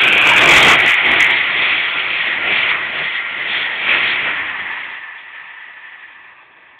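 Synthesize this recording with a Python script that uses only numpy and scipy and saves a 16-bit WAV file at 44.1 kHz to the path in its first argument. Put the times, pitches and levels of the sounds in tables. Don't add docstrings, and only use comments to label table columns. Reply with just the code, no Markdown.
import sys
import numpy as np
from scipy import signal
from scipy.fft import rfft, irfft, next_fast_len
from scipy.io import wavfile
from scipy.ndimage import map_coordinates

SR = 44100
rng = np.random.default_rng(int(sys.argv[2]) if len(sys.argv) > 2 else 0)


def unload_audio(sound):
    columns = np.transpose(np.atleast_2d(sound))
    steps = np.round(np.clip(columns, -1, 1) * 32767)
    wavfile.write(sys.argv[1], SR, steps.astype(np.int16))


N = 299439

# pitch_hz, width_hz, level_db
WHEEL_MODES = [(1150, 59, -15), (1468, 72, -12), (2009.6, 38, 1), (2199, 84, 2), (2570, 300, -7.5),
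               (2935, 560, -6.5)]
# pitch_hz, level_db
AIR_SPECTRUM = [(12, -53.5), (20, -30.5), (65, -14), (140, -9), (205, -9.5), (295, -7), (352, -3.5),
                (461, -7), (567, -7.5), (665, -3), (900, -8.5), (1170, -28.5), (1980, -120)]
# pitch_hz, level_db
RAIL_SPECTRUM = [(450, -17), (650, -13), (900, -6.5), (1250, -4.5), (1500, -4.5), (1800, -7), (2300, -1.5)]
# pitch_hz, level_db
HISS_SPECTRUM = [(2000, -20.5), (2600, -8), (3000, -3), (3300, 3), (3600, 5), (4000, 1), (4400, 0.5),
                 (5400, -5)]
# pitch_hz, level_db
FAR_ROAR_SPECTRUM = [(450, -24.5), (700, -10), (900, 0.5), (1200, 0), (1380, -11), (1600, 0.5), (2100, -2),
                     (2600, 2), (3000, -22), (4000, -22)]
# pitch_hz, level_db
RUMBLE_SPECTRUM = [(25, -16.5), (50, -4), (90, 6.5), (150, -6.5), (315, 7.5), (450, -17.5)]
# pitch_hz, level_db
MICROPHONE_RESPONSE = [(3300, 0), (3600, -9), (3900, -17), (4250, -24), (4450, -36), (4600, -52),
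                       (4690, -110)]
# start_s, wheels_coming_db, wheels_alongside_db, rail_drone_db, buffeting_db, hiss_db
TRAIN_LEVELS = [(0.0, -11, -20.5, -21, -25, -17.5), (0.15, -11.5, -26, -26, -24.5, -21),
                (0.42, -10, -26, -15, -23.5, -14.5), (0.78, -17.5, -16, -21, -25.5, -19),
                (1.0, -25.5, -15, -23.5, -45, -22), (1.45, -24, -16.5, -34.5, -35.5, -23),
                (1.9, -23.5, -24.5, -27, -39, -21.5), (2.4, -33, -28, -31, -36.5, -36.5),
                (2.85, -29.5, -25.5, -29.5, -38, -32), (3.2, -36.5, -23, -41.5, -46, -40),
                (3.36, -50.5, -22, -37, -40, -34.5), (3.75, -34.5, -26, -27.5, -41, -27),
                (4.3, -21.5, -22.5, -36, -42, -33), (4.5, -59.5, -25, -35, -42, -34),
                (4.9, -82, -31, -46, -50, -36.5), (5.1, -90.5, -63, -82, -58, -46),
                (6.07, -92.5, -94, -95, -59.5, -50), (6.79, -90, -90.5, -89, -58.5, -58)]
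# start_s, held_s, wheels_coming_db, wheels_alongside_db, rail_drone_db, buffeting_db, hiss_db
BOGIE_PASSES = [(0.498, .2, -15, -14.5, -12, -17.5, -10), (0.84, 0.031, -23, -15, -31, -26, -19),
                (1.089, 0.072, -19, -18, -24, -25.5, -19.5), (1.189, 0.022, -19, -17.5, -29, -33.5, -20),
                (1.32, 0.036, -27, -19.5, -28, -32, -18.5), (1.599, 0.14, -19.5, -18.5, -36.5, -33, -19.5),
                (1.981, 0.013, -21.5, -27.5, -38, -42, -23.5), (2.119, 0.17, -22, -21, -37.5, -51, -21.5),
                (2.42, 0.11, -23.5, -27.5, -30.5, -31.5, -34.5),
                (2.51, 0.18, -18.5, -18.5, -29.5, -38.5, -20.5), (2.95, 0.073, -26.5, -23.5, -45, -34, -24),
                (3.13, 0.017, -28.5, -23, -52, -57, -24), (3.499, 0.11, -25, -22, -41.5, -38, -18.5),
                (3.902, 0.055, -14.5, -20.5, -23, -30.5, -19.5), (4.04, .05, -20, -18.5, -37.5, -33, -18),
                (4.249, 0.05, -34, -31, -25.5, -33, -32)]
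BOGIE_RISE = (118.6, 88.2, 101, 130, 150)
BOGIE_FALL = (134, 80, 111, 160, 150)
BOGIE_LAG = (-0.0054, .04, -0.0066, -.005, .015)
# start_s, held_s, level_db
MOTOR_PASSES = [(1.0, .05, -28), (1.499, 0.021, -33), (1.92, 0.038, -34), (2.41, .03, -32.5),
                (2.899, 0.03, -43), (3.301, 0.033, -35.5), (3.892, 0.034, -34), (4.26, 0.032, -35.5)]
# start_s, wheels_db, distant_roar_db, ground_rumble_db
LEAVING_LEVELS = [(4.32, -28, -28.5, -43), (4.7, -28, -31, -53), (4.95, -30.5, -34, -61),
                  (5.15, -33.5, -39.5, -74), (5.7, -36, -44, -82), (6.1, -40, -44.5, -69),
                  (6.3, -44.5, -46, -71), (6.4, -51.5, -46, -77), (6.79, -47.5, -48, -77)]

MACH = .138
MAIN_RING_HZ = 2100
COMING_HZ, ALONGSIDE_HZ = 2428.5, 2087
ALONGSIDE_SAG_HZ_PER_S = 28
WANDER_HZ, WANDER_RATE_HZ = 15, 6
TAIL_FLUTTER_DB, TAIL_FLUTTER_RATE_HZ = 1.05, 16
OVERLOAD = .71
CUTOFF_HZ = 16100
STEP = 40


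def from_db(db):
    return 10 ** (np.asarray(db) / 20)


def rms_one(x):
    return x / np.sqrt(np.mean(x ** 2) + 1e-20)


def gains_in_time(rows, fade_s=0.28):
    start_s, *columns = np.transpose(rows)
    t = np.arange(N) / SR
    wide_s = np.r_[start_s[0] - fade_s, start_s, start_s[-1] + fade_s]
    return [from_db(np.interp(t, wide_s, np.r_[-90, level_db, -90])) for level_db in columns]


def shaped(x, points):
    size = next_fast_len(N)
    hz = np.maximum(np.fft.rfftfreq(size, 1 / SR), 1)
    at_hz, level_db = np.transpose(points)
    gain = from_db(np.interp(np.log(hz), np.log(at_hz), level_db))
    return irfft(rfft(x, size) * gain, size)[:N]


def drift(rate_hz):
    r = np.exp(-2 * np.pi * rate_hz * STEP / SR)
    noise = rng.standard_normal(N // STEP + 2002)
    slow = signal.lfilter([1], [1, -2 * r, r * r], noise)[2000:]
    return np.interp(np.arange(N) / STEP, np.arange(len(slow)), rms_one(slow))


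def resonance(hz, width_hz):
    r = np.exp(-np.pi * width_hz / SR)
    ringing = [1, -2 * r * np.cos(2 * np.pi * hz / SR), r * r]
    return rms_one(signal.lfilter([1, 0, -1], ringing, rng.standard_normal(N)))


def rush(spectrum, patchy_db, flicker_rate_hz):
    low, high = spectrum[0][0], spectrum[-1][0]
    edges = np.geomspace(low, high, int(3 * np.log2(high / low)) + 2)
    white = rng.standard_normal((2, N))
    together = drift(flicker_rate_hz)
    out = 0
    for k, band in enumerate(zip(edges, edges[1:])):
        band_filter = signal.butter(2, band, "band", fs=SR, output="sos")
        noise = signal.sosfilt(band_filter, white[k % 2])
        out = out + noise * from_db(patchy_db * (0.53 * together + drift(flicker_rate_hz)))
    return rms_one(shaped(out, spectrum))


def swell(start_s, held_s, level_db, rise_db_per_s, fall_db_per_s):
    t = np.arange(0, N, STEP) / SR
    before_db = rise_db_per_s * np.maximum(start_s - t, 0)
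    after_db = fall_db_per_s * np.maximum(t - start_s - held_s, 0)
    return from_db(level_db - before_db - after_db) ** 2


def to_gain(power):
    return np.interp(np.arange(N), np.arange(0, N, STEP), np.sqrt(power))


def passing_gains():
    gains = []
    for k, whole in enumerate(gains_in_time(TRAIN_LEVELS)):
        bogies = sum(swell(start_s + BOGIE_LAG[k], held_s, levels_db[k], BOGIE_RISE[k], BOGIE_FALL[k])
                     for start_s, held_s, *levels_db in BOGIE_PASSES)
        gains.append(np.hypot(whole, to_gain(bogies)))
    return gains


def wheels(doppler, blur, patchy_db):
    ring = 0
    for hz, width_hz, level_db in WHEEL_MODES:
        gain = from_db(level_db + patchy_db * drift(11.8))
        ring = ring + gain * resonance(hz, width_hz * blur)
    place = np.cumsum(doppler * np.ones(N))
    return rms_one(map_coordinates(ring, [place], order=3, mode="mirror"))


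def wheels_coming():
    ring_hz = COMING_HZ + WANDER_HZ * drift(WANDER_RATE_HZ)
    return wheels(ring_hz / MAIN_RING_HZ, blur=2.9, patchy_db=1.0)


def wheels_alongside():
    sag_hz = ALONGSIDE_SAG_HZ_PER_S * np.arange(N) / SR
    ring_hz = ALONGSIDE_HZ - sag_hz + WANDER_HZ * drift(WANDER_RATE_HZ)
    return wheels(ring_hz / MAIN_RING_HZ, blur=2.98, patchy_db=1.92)


def rail_drone():
    return rush(RAIL_SPECTRUM, patchy_db=2.8, flicker_rate_hz=4.9)


def motor_coming():
    power = swell(0, held_s=.5, level_db=-23, rise_db_per_s=0, fall_db_per_s=255)
    return to_gain(power) * resonance(1547, width_hz=77)


def air_buffeting():
    return rush(AIR_SPECTRUM, patchy_db=1.7, flicker_rate_hz=13)


def hiss():
    return rush(HISS_SPECTRUM, patchy_db=2.5, flicker_rate_hz=24)


def motors_passing():
    power = sum(swell(*row, rise_db_per_s=92, fall_db_per_s=76) for row in MOTOR_PASSES)
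    return to_gain(power) * resonance(1388, width_hz=7)


def wheels_leaving():
    return wheels(1 / (1 + MACH), blur=1.1, patchy_db=0.9)


def distant_roar():
    return rush(FAR_ROAR_SPECTRUM, patchy_db=1.2, flicker_rate_hz=12)


def ground_rumble():
    return rush(RUMBLE_SPECTRUM, patchy_db=0.5, flicker_rate_hz=6)


def scene():
    coming, alongside, rail, buffeting, hiss_gain = passing_gains()
    leaving, roar, rumble = gains_in_time(LEAVING_LEVELS)
    flutter = from_db(TAIL_FLUTTER_DB * drift(TAIL_FLUTTER_RATE_HZ))
    out = coming * wheels_coming()
    out += alongside * wheels_alongside()
    out += rail * rail_drone()
    out += motor_coming()
    out += buffeting * air_buffeting()
    out += hiss_gain * hiss()
    out += motors_passing()
    out += leaving * flutter * wheels_leaving()
    out += roar * flutter * distant_roar()
    out += rumble * ground_rumble()
    return out[None]


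def record(dry):
    narrow = shaped(dry[0], MICROPHONE_RESPONSE)
    clipped = np.clip(narrow, -OVERLOAD, OVERLOAD)
    top_cut = signal.cheby2(18, 45, CUTOFF_HZ, fs=SR, output="sos")
    return signal.sosfiltfilt(top_cut, clipped)[None]


dry = scene()
out = record(dry)
unload_audio(out)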